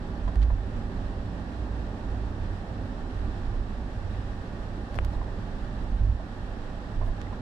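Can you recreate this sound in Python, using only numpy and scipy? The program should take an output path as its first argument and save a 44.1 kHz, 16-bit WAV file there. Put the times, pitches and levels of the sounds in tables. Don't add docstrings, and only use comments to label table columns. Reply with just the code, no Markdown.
import sys
import numpy as np
from scipy import signal
from scipy.fft import rfft, irfft
from scipy.io import wavfile
from scipy.ndimage import uniform_filter1d

SR = 44100
rng = np.random.default_rng(int(sys.argv[2]) if len(sys.argv) > 2 else 0)


def dump(signal):
    limited = np.clip(np.atleast_2d(signal).T, -1, 1)
    pcm = np.round(limited * 32767).astype(np.int16)
    wavfile.write(sys.argv[1], SR, pcm)


N = 326772
TIME, BINS = np.arange(N) / SR, np.fft.rfftfreq(N, 1 / SR)

# frequency in Hz, left-right correlation.
PORT_CORRELATION = [(60, .997), (100, .98), (140, .85), (230, .96), (350, .84), (500, .84), (650, .6),
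                    (850, .57), (1130, .3), (1300, -.15), (1750, -.08), (2200, 0), (12000, .05)]
# frequency in Hz, left minus right in dB.
PORT_BALANCE = [(60, -4.8), (250, -3.7), (600, -3.5), (1000, -4.3), (1250, -3.5), (1450, -.5), (1850, 1.5),
                (2050, -4.5), (3000, -7.5), (5500, -6.5), (6400, -2), (7500, -6.5), (11000, -7.5),
                (14000, -5)]
# frequency in Hz, relative spectral density in dB.
WIND_SPECTRUM = [(600, -7), (1200, 0.5), (1450, 1.5), (1850, 1.5), (2030, -8), (2350, -10), (2730, -8),
                 (2880, -10.5), (3800, -11), (5000, -16.5), (5700, -17.5), (6500, -24.5), (7400, -22),
                 (8300, -26.5), (9300, -29), (12000, -37), (13500, -48), (15000, -47)]
# time in seconds, cycle rate in Hz, level in dB.
ENGINE_CURVE = [(0, 29.05, -45.5), (.8, 29.42, -44.5), (1.6, 29.5, -45), (2.4, 29.63, -48),
                (3.1, 29.6, -47), (3.4, 29.2, -54), (4.2, 28.93, -50.5), (7.41, 28.4, -53.5)]
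# multiple of the cycle rate, relative level in dB.
ENGINE_ORDERS = [(6, -0.5), (7, -6.5), (8, -5), (9, -3.5), (10, -2.5), (13, -11), (14, -10.5)]
# time in seconds, frequency in Hz, level in dB.
CAVITY_CURVE = [(0, 203.6, -70), (3.7, 200, -80), (4.3, 196.9, -62), (5.2, 199.2, -62), (5.9, 201.1, -49.5),
                (6.4, 200, -62), (7.41, 200.2, -73)]
# time in seconds, centre in Hz, level in dB.
DRONE_CURVE = [(2.5, 262, -82), (2.8, 263.7, -52), (3.2, 252, -47), (3.42, 357, -53), (3.9, 337.7, -60),
               (4.4, 336.7, -75)]
# midpoint in seconds, spread in seconds, level in dB.
GRIP_STROKES = [(4.955, .025, -61), (5.13, .035, -65), (7.07, 0.035, -62)]
# frequency in Hz, relative spectral density in dB.
SKIN_SPECTRUM = [(1000, -6), (3500, 3), (7000, -9), (12000, -11), (13500, -27), (15000, -32)]
# start in seconds, level in dB, left minus right in dB.
FINGER_KNOCK = (4.9884, -17, 30)
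# frequency in Hz, relative spectral density in dB.
CASE_SPECTRUM = [(150, -23), (620, 3.5), (1000, 2.5), (2000, -2.5), (2900, -7), (4300, -28), (7500, -40),
                 (9300, -29), (11000, -46), (15000, -65)]
# frequency in Hz, relative spectral density in dB.
PLASTIC_SPECTRUM = [(500, -2), (1700, 8), (2400, 2), (3400, -3), (4100, -2.5), (6000, -8), (7200, -10),
                    (8400, -10), (10000, -18), (12300, -22), (15000, -37)]
# frequency in Hz, width in Hz, relative gain in dB.
PLASTIC_RESONANCES = [(3370, 330, 3), (4530, 270, 2.5), (5730, 290, 1), (7150, 350, 3), (9600, 370, 3),
                      (12200, 600, 1)]
# start in seconds, level in dB, 60 dB decay time in seconds,
# left minus right in dB, tilt in dB per octave, the part's resonance in Hz.
TRIM_CREAKS = [(0.277, -47, .06, -1, 0, 3500), (.4175, -38, 0.024, -3, -2.5, 3450),
               (.425, -37, 0.052, -9, -2.5, 4000), (4.956, -50.5, 0.045, -14, 6, 5200),
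               (7.070, -63, .06, -12, 5, 11000)]
# frequency in Hz, width in Hz, relative gain in dB.
PLASTIC_SNAPS = [(0.3577, -35.5, -14, -2, 10300, 1200, 4), (.3709, -51, 12, 2, 8000, 2000, 1),
                 (0.4352, -43, 6, 4, 4400, 1500, 3), (4.9447, -34, 12, -2, 1820, 200, -1),
                 (4.9547, -37, -16, -1, 11000, 2500, 4), (4.977, -41, 9, -1, 4000, 1500, 0),
                 (5.0483, -31, -23, -2, 13700, 1200, 24), (5.0504, -37, -20, 4, 4700, 800, 3),
                 (7.2162, -30, -22, -3.5, 6400, 1800, 3), (7.269, -44, 12, -4, 2030, 70, 26)]
# start in seconds, 60 dB decay time in seconds, then the levels in dB
ROAD_SEAMS = [(0.277, 0.074, -32, -36, -46), (.354, 0.035, -41, -36, -55), (0.5, 0.066, -29.5, -35.5, -43),
              (0.582, .045, -33, -50, -52), (2.701, .04, -38, -46, -61), (4.957, 0.069, -37, -50, -57),
              (5.131, 0.054, -41, -43, -53), (5.21, 0.062, -33, -34, -49), (6.196, 0.093, -41, -47, -62),
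              (7.012, 0.13, -35.5, -39, -52), (7.075, 0.15, -39, -46, -58), (7.327, 0.04, -29, -41, -47)]
# frequency in Hz, width in Hz.
SLAP_RESONANCES = [(660, 240), (1000, 160), (1700, 450)]
# frequency in Hz, relative spectral density in dB.
ROAR_SPECTRUM = [(80, -3), (118, 2), (150, -2), (225, 2), (290, -3.5), (330, -5), (440, -9.5), (570, -7.5),
                 (720, -11), (830, -10.5), (1000, -17), (1300, -25), (2200, -55), (6000, -91)]
# time in seconds, level in dB.
ROAR_CURVE = [(0, -39.5), (1, -39.5), (2.2, -39.5), (3.3, -40), (4.3, -41), (5.2, -39), (5.7, -40.5),
              (6.2, -40.5), (7.41, -40)]
# frequency in Hz, width in Hz, relative gain in dB.
PANEL_RESONANCES = [(381.7, 12.4, -8.5), (817, 72, -7), (1163, 64, 1.5)]
# frequency in Hz, width in Hz, level on plain road in dB.
CABIN_RESONANCES = [(29.85, 20, -37), (54.97, 13.9, -38), (96, 16.15, -40.5)]
# time in seconds, waviness in dB (drives the shake),
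# coarseness in dB (drives the boom and drum).
ROAD_SURFACE = [(0, -1.5, 0.5), (1.05, 3, 1), (1.45, -11, 2), (1.95, -2, 1), (2.45, 1.5, 1),
                (2.7, -6, -0.5), (3.07, -5.5, -7.5), (3.2, 3, 0), (4.05, -1, 0.5), (4.65, 0, -0.5),
                (5.7, 0, -2), (6.7, 0.5, -3.5), (7.41, -2, -1)]
# start in seconds, length in seconds, then the levels in dB
ROAD_BUMPS = [(0.236, 0.055, -45, -23, -37), (0.355, 0.083, -48, -15.5, -33.5),
              (0.47, 0.082, -25.5, -24, -33.5), (1.529, 0.22, -49, -32, -46),
              (2.048, 0.19, -37.5, -33.5, -57), (3.121, 0.19, -48, -34, -39), (3.41, 0.27, -32, -39, -46),
              (4.955, 0.13, -30.5, -29.5, -34), (5.146, 0.07, -27.5, -35, -35),
              (5.885, 0.084, -25, -28.5, -38.5), (5.995, 0.1, -25.5, -19.5, -27),
              (6.951, 0.16, -25.5, -47, -35)]


def gain_of(db):
    return 10 ** (np.asarray(db) / 20)


def unit_rms(x):
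    return x / np.sqrt(np.mean(x ** 2) + 1e-20)


def spectrum_at(points, hz=BINS):
    knots, values = np.transpose(points)
    return np.interp(np.log(hz + 1), np.log(knots + 1), values)


def follow(rows):
    times, *columns = np.transpose(rows)
    return [np.interp(TIME, times, column) for column in columns]


def pan(db):
    gains = gain_of(np.array([db, -db]) / 2).reshape(2, -1)
    return gains / gains.mean(0)


def drift(hz):
    return unit_rms(irfft(rfft(rng.standard_normal(N)) / (1 + (BINS / hz) ** 4), N))


def resonance(hz, width):
    return 1 / (1 + ((BINS ** 2 - hz ** 2) / (BINS * width + 1e-9)) ** 2)


def mode(hz, width):
    return 1 / (1 + 1j * (BINS ** 2 - hz ** 2) / (BINS * width + 1e-9))


def cabin_noise(colour):
    common, separate = rfft(rng.standard_normal((2, N)))
    correlation = spectrum_at(PORT_CORRELATION)
    right = correlation * common + np.sqrt(1 - correlation ** 2) * separate
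    pair = irfft(np.array([common, right]) * colour * pan(spectrum_at(PORT_BALANCE)), N)
    return pair / pair.mean(0).std()


def burst(start, t60, rise_s):
    age = np.maximum(TIME - start, 0)
    return (1 - np.exp(-age / rise_s)) * np.exp(-np.minimum(np.log(1000) * age / t60, 20))


def jolt(start, length, rise_s=0.022, t60=0.3):
    age = TIME - start
    return np.clip(age / rise_s, 0, 1) * gain_of(-60 * np.clip((age - length) / t60, 0, 3))


def pulse(start, spectrum, tilt=0):
    hz = abs(np.fft.fftfreq(2048, 1 / SR))
    octaves = np.log2(np.maximum(hz, spectrum[0][0]))
    log_gain = np.log(gain_of(spectrum_at(spectrum, hz) + tilt * octaves))
    click = np.fft.ifft(np.exp(np.conj(signal.hilbert(log_gain)))).real
    return np.pad(click / abs(click).max(), (round(start * SR), N))[:N]


def wind(level_db=-52.5, gust_db=0.43):
    return gain_of(level_db + gust_db * drift(hz=9.4)) * cabin_noise(gain_of(spectrum_at(WIND_SPECTRUM)))


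def engine(waver_db=2):
    hz, db = follow(ENGINE_CURVE)
    cycles = np.cumsum(hz) / SR
    hum = np.zeros(N)
    for order, order_db in ENGINE_ORDERS:
        amplitude = gain_of(order_db + waver_db * drift(hz=1.8))
        hum += amplitude * np.sin(2 * np.pi * (order * cycles + rng.random()))
    return gain_of(db) * unit_rms(hum)


def tyre_cavity(waver_db=2):
    hz, db = follow(CAVITY_CURVE)
    tone = unit_rms(np.sin(2 * np.pi * np.cumsum(hz) / SR))
    return gain_of(db + waver_db * drift(hz=3.3)) * tone


def tread_drone(width_hz=50):
    hz, db = follow(DRONE_CURVE)
    phase = 2 * np.pi * np.cumsum(hz) / SR
    band = drift(width_hz / 2) * np.cos(phase) + drift(width_hz / 2) * np.sin(phase)
    return gain_of(db) * unit_rms(band)


def grip_rustle(catch_db=1.0, side_db=-7):
    strokes = sum(gain_of(db) * np.exp(-((TIME - mid) / spread) ** 2) for mid, spread, db in GRIP_STROKES)
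    rub = irfft(rfft(rng.standard_normal((2, N))) * gain_of(spectrum_at(SKIN_SPECTRUM)), N)
    return strokes * pan(side_db) * unit_rms(rub * gain_of(catch_db * drift(hz=150)))


def finger_knock():
    start, db, side_db = FINGER_KNOCK
    return gain_of(db) * pan(side_db) * pulse(start, CASE_SPECTRUM)


def plastic_ring(excitation):
    modes = sum(gain_of(db) * mode(hz, width) for hz, width, db in PLASTIC_RESONANCES)
    return irfft(rfft(excitation) * (1 + modes), N)


def trim_creaks(ring_db=3, relative_width=0.41, rise_share=0.044):
    grit = rfft(plastic_ring(rng.standard_normal((2, N)))) * gain_of(spectrum_at(PLASTIC_SPECTRUM))
    octaves = np.log2(np.maximum(BINS, PLASTIC_SPECTRUM[0][0]))
    out = np.zeros((2, N))
    for start, db, t60, side_db, tilt, hz in TRIM_CREAKS:
        colour = gain_of(tilt * octaves) * (1 + gain_of(ring_db) * resonance(hz, relative_width * hz))
        rasp = unit_rms(irfft(grit * colour, N))
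        out += gain_of(db) * pan(side_db) * burst(start, t60, rise_share * t60) * rasp
    return out


def plastic_clicks():
    out = np.zeros((2, N))
    for start, db, side_db, tilt, hz, width, ring_db in PLASTIC_SNAPS:
        response = 1 + gain_of(ring_db) * mode(hz, width)
        snap = irfft(rfft(pulse(start, PLASTIC_SPECTRUM, tilt)) * response, N)
        out += gain_of(db) * pan(side_db) * snap / abs(snap).max()
    return plastic_ring(out)


def seam_slaps():
    blows = np.array([burst(start, t60, rise_s=0.0025) for start, t60, *_ in ROAD_SEAMS])
    out = np.zeros((2, N))
    for (hz, width), seam_db in zip(SLAP_RESONANCES, np.transpose(ROAD_SEAMS)[2:]):
        out += (gain_of(seam_db) @ blows) * cabin_noise(resonance(hz, width))
    return out


def tyre_roar(flutter_db=0.18):
    panels = sum(gain_of(db) * resonance(hz, width) for hz, width, db in PANEL_RESONANCES)
    colour = gain_of(spectrum_at(ROAR_SPECTRUM)) * (1 + panels)
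    return gain_of(follow(ROAR_CURVE)[0] + flutter_db * drift(hz=26)) * cabin_noise(colour)


def road_rumble(hold_s=0.1, uneven_db=2.5):
    wavy_db, coarse_db = follow(ROAD_SURFACE)
    out = np.zeros((2, N))
    for (hz, width, db), surface_db in zip(CABIN_RESONANCES, (wavy_db, coarse_db, coarse_db)):
        drive = gain_of(db + surface_db + uneven_db * drift(hz=3.1))
        ring = cabin_noise(resonance(hz, width))
        power = uniform_filter1d(ring.mean(0) ** 2, int(hold_s * SR))
        envelope = np.sqrt(uniform_filter1d(power, int(hold_s * SR / 2)) + 1e-9)
        out += drive * ring / envelope
    return out


def bump_booms(wander_share=0.3):
    jolts = np.array([jolt(start, length) for start, length, *_ in ROAD_BUMPS])
    out = np.zeros(N)
    for (hz, width, _), bump_db in zip(CABIN_RESONANCES, np.transpose(ROAD_BUMPS)[2:]):
        cycles = np.cumsum(hz + wander_share * width * drift(hz=18)) / SR + rng.random()
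        envelope = np.sqrt(gain_of(bump_db) ** 2 @ jolts ** 2)
        out += envelope * unit_rms(np.sin(2 * np.pi * cycles))
    return out


def scene():
    hums = (engine() + tyre_cavity() + tread_drone() + bump_booms()) * pan(db=-5.0)
    ride = road_rumble() + tyre_roar() + wind() + hums + seam_slaps()
    return ride + trim_creaks() + plastic_clicks() + grip_rustle() + finger_knock()


def record(dry, threshold_db=-25, squeeze=0.26, recover_db_per_s=35, window_s=0.0093, cutoff_hz=15100):
    power = uniform_filter1d((dry ** 2).mean(0), int(window_s * SR))
    power_db = 10 * np.log10(abs(power) + 1e-12)
    fall_db = TIME * recover_db_per_s
    held_db = np.maximum.accumulate(power_db + fall_db) - fall_db
    excess_db = np.maximum(held_db - threshold_db, 0)
    ducked = dry / gain_of(squeeze * uniform_filter1d(excess_db, size=400))
    low_pass = signal.firwin(511, cutoff_hz, window=("kaiser", 9), fs=SR)
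    return signal.oaconvolve(ducked, low_pass[None], "same")


dry = scene()
out = record(dry)
dump(out)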